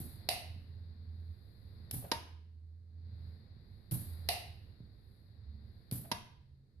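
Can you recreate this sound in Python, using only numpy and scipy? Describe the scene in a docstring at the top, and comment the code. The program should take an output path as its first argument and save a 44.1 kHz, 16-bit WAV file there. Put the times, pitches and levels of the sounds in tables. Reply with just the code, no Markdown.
"""A low puff of air opens the scene: a pneumatic animatronic head blinks in a living room, heard close up.
Valve ticks and vents are enveloped noise; the eyelids then crack against a stop as filtered bursts of
chatter and ring the steel frame as decaying sines. Room tails of shaped noise answer them.
Around this lie a wavering low sine hum, soft scrapes, low knocks and seeping air, over a noise bed of
drone, rumble and hiss that swells as the lids open, sinks after they shut and, the first time, returns."""
import sys
import numpy as np
from scipy import signal
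from scipy.fft import rfft, irfft
from scipy.io import wavfile
from scipy.ndimage import uniform_filter1d

SR = 44100
rng = np.random.default_rng(int(sys.argv[2]) if len(sys.argv) > 2 else 0)


def output_pcm(signal):
    """Save a mono or channel-first signal as 16-bit PCM at the path in sys.argv[1].

    Samples are clipped to [-1, 1] before scaling.
    """
    pcm = np.clip(np.atleast_2d(signal).T, -1, 1) * 32767
    wavfile.write(sys.argv[1], SR, np.round(pcm).astype(np.int16))


N = 299880
T = np.arange(N) / SR
HZ = np.maximum(np.fft.rfftfreq(2 * N, 1 / SR), 1)  # bins of a double-length transform

# eyelids arriving at the open and the shut stop: (t/s, relative level/dB)
OPEN_HITS = [(0.2887, 6), (4.288, 6)]
SHUT_HITS = [(2.1156, 0), (6.1153, -2.5)]
# rebounds at the open stop, clatter at the shut stop: (nominal delay t/s, relative level/dB)
OPEN_BOUNCES = [(0, 0.5), (.0138, -24.5), (0.0267, -28.5)]
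SHUT_BOUNCES = [(0, -3), (.0028, -0.5), (.0069, -9.5), (.0095, -8.5), (.0168, -21)]
# ringing of frame and lids: (f/Hz, t60/s, relative level/dB at the open stop, same at the shut stop)
FRAME_MODES = [(622, .25, -49, -51), (703, .35, -43, -55), (790, .28, -46, -62), (920, .18, -58, -43),
               (985, .1, -62, -51), (1105, .25, -60, -52), (1610, .08, -64, -49), (1850, .1, -56, -49),
               (1997, .12, -48, -55), (2660, .2, -49, -54), (2820, .08, -52, -53), (2950, .14, -50, -60),
               (3600, .2, -49, -58), (3826, .22, -49, -60), (3996, .08, -44, -49), (4386, .2, -48, -58),
               (4660, .14, -47, -56), (4950, .06, -43, -52)]
# tone of the crack at each stop: (f/Hz, level/dB)
OPEN_CRACK_TONE = [(100, -10), (270, -3.5), (500, -0.5), (730, 13), (1020, -6), (1500, -14.5), (2000, 1),
                   (2350, -2), (2850, 4.5), (3300, -8), (4000, 3), (5000, 0), (7200, -16.5), (10200, 0.5),
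                   (13000, -5.5)]
SHUT_CRACK_TONE = [(70, -10), (160, 5.5), (400, -1), (750, -6.5), (950, 7), (1300, -10.5), (1700, -5),
                   (2300, -7), (3000, -6), (4200, -9), (5400, -6), (7800, -25.5), (10800, -8),
                   (13000, -20.5)]
# valve switchings: (t/s, tick level/dB, exhaust level/dB, exhaust delay t/s, exhaust rise t/s,
# low puff level/dB, slow bleed level/dB)
VALVE_SWITCHINGS = [(0.0, -79, -47, .001, 0.00077, -43, -65.5), (1.9107, -27, -41, .009, 0.021, -39, -85),
                    (3.911, -35, -38.5, .001, 0.0036, -36, -57.5),
                    (5.9123, -33, -40.5, .008, 0.0045, -40, -89.5)]
# tone of the spool tick, the exhaust air and the low puff: (f/Hz, level/dB)
TICK_TONE = [(100, -4.5), (400, 1.5), (1000, -14), (3000, -7), (4800, -3.5), (7000, -15.5), (10000, 1),
             (13000, 3.5)]
EXHAUST_TONE = [(200, -15.5), (700, -7), (1200, -16), (1700, -16.5), (2800, -21), (4200, -16), (6500, -21),
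                (8500, -11.5), (10300, -0.5), (12700, 1.5), (14000, -8.5)]
PUFF_TONE = [(30, -24.5), (70, -4.5), (125, 4.5), (200, -11), (290, -11.5), (400, -28), (1500, -62),
             (6000, -91.5)]
# scrapes of the lid linkage on its way down: (t/s, level/dB)
LINKAGE_SCRAPES = [(2.016, -56.5), (2.038, -49.5), (2.087, -59), (6.041, -53), (6.087, -67)]
# tone of the scrape: (f/Hz, level/dB)
SCRAPE_TONE = [(150, -19.5), (450, 6.5), (680, 9.5), (1000, -6.5), (1750, -11.5), (3500, -18), (8000, -40)]
# pressure kicks of the emptying cylinder, and soft knocks: (t/s, relative level/dB)
KICKS_AND_KNOCKS = [(.562, -4), (1.940, 6.5), (3.566, -6), (3.9235, 13.5), (4.804, 1.5), (5.9225, 15.5)]
# tone of the knocks: (f/Hz, level/dB)
KNOCK_TONE = [(40, -27), (90, -4), (135, 3.5), (220, -4.5), (400, -20), (1200, -47.5), (5000, -71.5)]
# faint wisps of seeping air: (middle t/s, length t/s, level/dB)
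AIR_WISPS = [(1.574, 0.83, -81), (3.288, 0.34, -85.5), (3.8, 0.34, -84.5), (5.149, 0.35, -82.5),
             (5.82, 0.5, -86)]
# room decay: (f/Hz, t60/s)
ROOM_DECAY = [(100, 0.46), (700, 0.52), (3000, 0.62), (5500, .45), (11000, .35)]
# spells of the low hum: (start t/s, end t/s, f/Hz, level/dB, level wavering/dB)
HUM_SPELLS = [(0.408, 1.022, 83, -48.5, 2), (1.033, 1.32, 82, -45.5, 0), (1.68, 2.962, 82.6, -53.5, 1),
              (2.931, 3.326, 82.3, -47, 0), (4.052, 4.295, 83.52, -44, 1), (4.345, 4.55, 83.64, -56, 3.5),
              (5.435, 5.657, 73.17, -46, 5), (6.194, 6.798, 76.33, -71, 10)]
# faint higher hums: (middle t/s, length t/s, f/Hz, peak level/dB)
HUM_OVERTONES = [(1.045, 0.34, 218.4, -62.5), (3.151, 0.4, 214, -67), (5.589, 0.27, 217.6, -62),
                 (6.55, 0.36, 133.8, -59.5)]
# tone of the background layers and of the steady floor: (f/Hz, level/dB)
DRONE_TONE = [(25, -13), (45, -12), (60, -6), (75, 3.5), (105, 6.5), (135, -12.5), (200, -39), (600, -67.5)]
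RUMBLE_TONE = [(20, -15), (45, -6), (65, -3.5), (105, 0.5), (140, -6.5), (180, -11), (215, -11), (280, -19),
               (450, -22.5), (900, -46.5), (5000, -72)]
HISS_TONE = [(200, -1), (500, 7), (800, 3.5), (1250, -1.5), (1900, 3), (3100, -14), (3750, 3), (4400, 6),
             (4900, 0), (5600, -25.5), (7500, -40.5), (12500, -22)]
FLOOR_TONE = [(100, 23), (400, 6.5), (900, -8.5), (2000, -7.5), (3100, -17.5), (4300, -4), (6000, -17),
              (12000, -16)]
# moments when drone, rumble and hiss grow louder: (middle t/s, length t/s, rise in level/dB)
BACKGROUND_SURGES = [(1.206, 1, 2), (1.86, 0.3, 3.5), (3.277, .2, 2.5)]
# stereo balance of crack, room tail, air, and hum with background: (f/Hz, left minus right level/dB)
CRACK_BALANCE = [(150, -3.5), (400, 2.5), (700, -3), (2000, 8), (4100, -17.5), (7000, -6.5), (13000, 7.5)]
TAIL_BALANCE = [(150, 4.5), (700, 2), (1300, 3), (4100, -3.5), (7500, 2.5), (13000, -1)]
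AIR_BALANCE = [(100, -3.5), (400, 0), (2000, -0.5), (4100, -9), (7500, -2), (10500, 3.5), (13000, -3.5)]
FLOOR_BALANCE = [(30, -13.5), (80, -4), (200, -6.5), (600, 1.5), (2200, 3), (4100, 8.5), (7500, 2.5)]

PORT_LAG_S = 0.00011  # direct crack, right channel behind left
BLEED_S = .19  # decay time constant of the slow bleed
HUM_ATTACK_S, HUM_RELEASE_S = .035, 0.049
HUM_WAVER_HZ, WAVERS_PER_S = 1.3, 11
# the background sinks after each closing, stays low, and returns
SINK_DELAY_S, SINK_FALL_S, SINK_HOLD_S, SINK_RETURN_S = 0.051, 0.38, 0.31, 0.26
# it swells while the lids travel open, and settles afterwards
OPEN_TRAVEL_S, SWELL_RISE_S, SETTLE_S = .38, .07, 0.17
# a shallow lull follows each opening; the delay runs to its middle
LULL_DELAY_S, LULL_LENGTH_S, LULL_DB = 0.9, 0.73, 2.5
# background layers: resting level, depth of the sinking, height of the swell
DRONE_DB, DRONE_SINK_DB, DRONE_SWELL_DB = -57, 18, 3
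RUMBLE_DB, RUMBLE_SINK_DB, RUMBLE_SWELL_DB = -59, 8.5, 3
HISS_DB, HISS_SINK_DB, HISS_SWELL_DB = -73.5, 13.5, 8
TOP_HZ = 13100


def eyelids(contacts, crack, ring, tail, chatter_s, crack_db, ring_db, room_db, ring_room_db):
    """The lids hit a stop: a hard crack, the ring of the frame, and the room's answer to both."""
    # every contact chatters in its own way
    bursts = np.zeros((2, N))
    for s, db in contacts:
        burst = chatter(chatter_s)
        start = int(s * SR)
        bursts[:, start:start + burst.shape[1]] += undb(db) * burst
    clack = colour(bursts, crack)
    rings = convolve(blows(contacts), ring)
    direct = undb(crack_db) * clack + undb(ring_db) * rings
    # a linear phase slope delays the right channel
    lag = np.outer([0, PORT_LAG_S], HZ)
    direct = shape(direct, np.exp(-2j * np.pi * lag))
    far = convolve(undb(room_db) * clack + undb(ring_room_db) * rings, tail)
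    return pan(direct, CRACK_BALANCE) + pan(far, TAIL_BALANCE)


def rebounding(stops, rebounds, scatter=0.11):
    """Every arrival at a stop bounces in much the same way, with scattered delays: (s, dB) contacts."""
    contacts = []
    for s, db in stops:
        for delay, relative_db in rebounds:
            scattered = delay * (1 + scatter * rng.standard_normal())
            contacts.append((s + scattered, db + relative_db))
    return contacts


def chatter(seconds, size=2048):
    """Metal contact breaks a blow into a brief burst with an even spectrum."""
    burst = (diffuse(apart_hz=5100) * fall(0, seconds))[:, :size]
    spectrum = rfft(burst, 2 * size)
    return irfft(spectrum / np.abs(spectrum))[:, :size]


def frame(at_open_stop):
    """Steel frame and lids ring as decaying sine modes, whose mix depends on the stop that is struck."""
    t = T[:SR]
    ring = np.zeros(SR)
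    for hz, t60, open_db, shut_db in FRAME_MODES:
        strength = undb(open_db if at_open_stop else shut_db)
        ring += strength * np.sin(2 * np.pi * hz * t) * np.exp(-np.log(1000) * t / t60)
    return ring[None]


def valves(tail, tick_s=0.0033, tick_rise=.0008, vent_s=0.056, puff_s=0.063, room_db=-9,
           sputter_db=1.47, sputters_per_s=60):
    """The spool ticks; the cylinder vents with a hiss and low flutter, and a slower bleed lingers."""
    tick = vent = puff = 0
    for s, tick_db, vent_db, delay, rise, puff_db, bleed_db in VALVE_SWITCHINGS:
        opened = s + delay
        tick = tick + undb(tick_db) * fall(s, tick_s, tick_rise)
        vent = vent + undb(vent_db) * fall(opened, vent_s, rise)
        vent = vent + undb(bleed_db) * fall(opened, BLEED_S, rise)
        puff = puff + undb(puff_db) * fall(opened, puff_s, rise + 0.002)
    vent = vent * undb(sputter_db * waver(sputters_per_s))
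    # the jet flutters at random but keeps an even strength
    flutter = colour(diffuse(), PUFF_TONE)
    power = uniform_filter1d(np.mean(flutter ** 2, axis=0), size=900)
    flutter = flutter / np.sqrt(power + 1e-12)
    air = tick * unit(colour(diffuse(), TICK_TONE))
    air = air + vent * unit(colour(diffuse(), EXHAUST_TONE))
    air = air + puff * flutter
    return pan(air + undb(room_db) * convolve(air, tail), AIR_BALANCE)


def linkage(tail, swell_s=0.013, fade_s=0.0077, room_db=-3):
    """Short dull scrapes of the swinging lids: noise that swells and dies within moments."""
    strength = sum(undb(db) * fall(s, fade_s, swell_s) for s, db in LINKAGE_SCRAPES)
    rub = unit(colour(diffuse(), SCRAPE_TONE)) * strength
    return rub + undb(room_db) * convolve(rub, tail)


def knocks(tail, direct_db=-1, room_db=-7):
    """Dull low bumps: single impulses through a bass-heavy filter."""
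    thud = colour(blows(KICKS_AND_KNOCKS), KNOCK_TONE)
    return pan(undb(direct_db) * thud + undb(room_db) * convolve(thud, tail), AIR_BALANCE)


def seepage(opening_db=-68, rise_s=0.017, fade_s=0.18, steady_db=-106):
    """A little air seeps after each opening and in faint wisps, over a barely present steady leak."""
    openings = sum(fall(s, fade_s, rise_s) for s, _ in OPEN_HITS)
    wisps = sum(undb(db) * bell(s, length) for s, length, db in AIR_WISPS)
    flow = undb(steady_db) + undb(opening_db) * openings + wisps
    return flow * unit(colour(diffuse(), EXHAUST_TONE))


def room(build_s=.012, count=9):
    """Room tail of unit energy: noise bands that each decay at their own rate, the top dying first."""
    noise, tail = diffuse()[:, :SR], 0
    centres = np.geomspace(ROOM_DECAY[0][0], ROOM_DECAY[-1][0], count)
    log_hz = np.log(np.maximum(np.fft.rfftfreq(SR, 1 / SR), 1))
    # the bands overlap as triangles on a log-frequency axis
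    for hz, share in zip(centres, np.eye(count)):
        band = irfft(rfft(noise) * np.interp(log_hz, np.log(centres), share))
        decay_s = along(ROOM_DECAY, hz) / np.log(1000)
        tail = tail + band * fall(.002, decay_s, build_s)[:SR]
    return unit(tail) / np.sqrt(SR)


def hum():
    """One low sine tone that comes and goes, wavering in level and pitch."""
    spells = np.array([undb(db) * held(start, end, HUM_ATTACK_S, HUM_RELEASE_S)
                       for start, end, _, db, _ in HUM_SPELLS]) + 1e-9
    # pitch and wavering glide towards whichever spell is strongest
    share = spells / spells.sum(axis=0)
    _, _, pitch, _, wavering = np.transpose(HUM_SPELLS)
    hz = pitch @ share + HUM_WAVER_HZ * waver(WAVERS_PER_S)
    strength = spells.max(axis=0) * undb(wavering @ share * waver(WAVERS_PER_S))
    tone = np.sin(2 * np.pi * np.cumsum(hz) / SR)
    return pan(np.sqrt(2) * strength * tone, FLOOR_BALANCE)


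def overtones():
    """Faint low sine tones swell and fade above the hum."""
    return sum(undb(db) * bell(s, length) * np.sin(2 * np.pi * hz * T)
               for s, length, hz, db in HUM_OVERTONES)


def background(floor_db=-77):
    """Drone, rumble and hiss swell as the lids open, ease off, and sink after they shut, over a steady floor."""
    sink, swell = sinking(), swelling()
    lull = LULL_DB * sum(bell(s + LULL_DELAY_S, LULL_LENGTH_S) for s, _ in OPEN_HITS)
    surge = sum(db * bell(s, length) for s, length, db in BACKGROUND_SURGES)
    drift = surge - lull
    layers = [(DRONE_TONE, DRONE_DB - DRONE_SINK_DB * sink + DRONE_SWELL_DB * swell),
              (RUMBLE_TONE, RUMBLE_DB - RUMBLE_SINK_DB * sink + RUMBLE_SWELL_DB * swell),
              (HISS_TONE, HISS_DB - HISS_SINK_DB * sink + HISS_SWELL_DB * swell)]
    noise = sum(unit(colour(diffuse(), tone)) * undb(db + drift) for tone, db in layers)
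    floor = undb(floor_db) * unit(colour(diffuse(), FLOOR_TONE))
    return pan(noise, FLOOR_BALANCE) + floor


def sinking():
    """0 at rest, 1 in the deep dip that follows each closing."""
    ages = np.cumsum([SINK_DELAY_S, SINK_FALL_S, SINK_HOLD_S, SINK_RETURN_S])
    return sum(np.interp(T - s, ages, [0, 1, 1, 0]) for s, _ in SHUT_HITS)


def swelling():
    """Rises to 1 while the lids travel open, falling back to 0 once they have stopped."""
    return sum(held(s - OPEN_TRAVEL_S, s, SWELL_RISE_S, SETTLE_S) for s, _ in OPEN_HITS)


def held(start, end, attack, release):
    """Envelope that rises at the start, holds, and dies away after the end."""
    return np.clip((T - start) / attack, 0, 1) * np.exp(-np.maximum(T - end, 0) / release)


def bell(middle, length):
    """Envelope that swells and fades evenly."""
    return np.exp(-(2 * (T - middle) / length) ** 2)


def fall(start, seconds, rise=0.000047):
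    """Envelope that swells over the rise time and then dies away exponentially."""
    age = np.maximum(T - start, 0)
    return np.minimum(age / rise, 1) * np.exp(-np.maximum(age - rise, 0) / seconds)


def waver(rate):
    """Random wander with a spread of 1, mostly slower than the rate in Hz."""
    return unit(shape(rng.standard_normal(N), np.exp(-(HZ / rate) ** 2)))


def blows(rows):
    """One impulse for each (s, dB) row."""
    x = np.zeros(N)
    for s, db in rows:
        x[int(s * SR)] += undb(db)
    return x


def diffuse(apart_hz=1300):
    """Stereo noise: nearly alike in both channels in the bass, unrelated in the treble."""
    mid, side = rng.standard_normal((2, N))
    side = shape(side, np.minimum(.15 + HZ / apart_hz, 1))
    return unit(np.array([mid + side, mid - side]))


def pan(x, points):
    """Left-right balance that changes with frequency."""
    return shape(x, undb(np.outer([.5, -.5], along(points))))


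def colour(x, points, size=4096):
    """Minimum-phase filter with the given (Hz, dB) outline."""
    hz = np.maximum(np.fft.rfftfreq(size, 1 / SR), 1)
    cepstrum = irfft(np.log(undb(along(points, hz))))
    # folding the cepstrum forward in time makes the filter causal
    cepstrum[1:size // 2] *= 2
    cepstrum[size // 2 + 1:] = 0
    return convolve(x, irfft(np.exp(rfft(cepstrum)))[None])


def convolve(x, response):
    """Pass a sound through a response with one row per channel."""
    return signal.fftconvolve(np.atleast_2d(x), response, axes=-1)[:, :N]


def shape(x, gain):
    """Apply a frequency response."""
    return irfft(rfft(x, 2 * N) * gain)[..., :N]


def along(points, hz=HZ):
    """Read (Hz, value) points on a log-frequency axis."""
    f, value = np.transpose(points)
    return np.interp(np.log(hz), np.log(f), value)


def unit(x):
    """Scale to rms 1."""
    return x / np.sqrt(np.mean(x ** 2))


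def undb(db):
    """Decibels to gain."""
    return 10 ** (np.asarray(db) / 20)


def scene():
    """The lids open and shut twice in a room, over hum and background."""
    tail = room()
    opening = eyelids(rebounding(OPEN_HITS, OPEN_BOUNCES), OPEN_CRACK_TONE, frame(at_open_stop=True), tail,
                      chatter_s=0.0037, crack_db=-6.5, ring_db=-6.0, room_db=-6.5, ring_room_db=-19)
    shutting = eyelids(rebounding(SHUT_HITS, SHUT_BOUNCES), SHUT_CRACK_TONE, frame(at_open_stop=False), tail,
                       chatter_s=0.002, crack_db=4.5, ring_db=0.5, room_db=-3.5, ring_room_db=-19.5)
    machine = opening + shutting + valves(tail) + linkage(tail) + knocks(tail) + seepage()
    return machine + hum() + overtones() + background()


def record(dry):
    """A steep elliptic low-pass cuts the top of the treble."""
    steep = signal.ellip(8, .3, 60, TOP_HZ, fs=SR, output="sos")  # .3 dB ripple, 60 dB rejection
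    return signal.sosfilt(steep, dry)


dry = scene()
out = record(dry)
output_pcm(out)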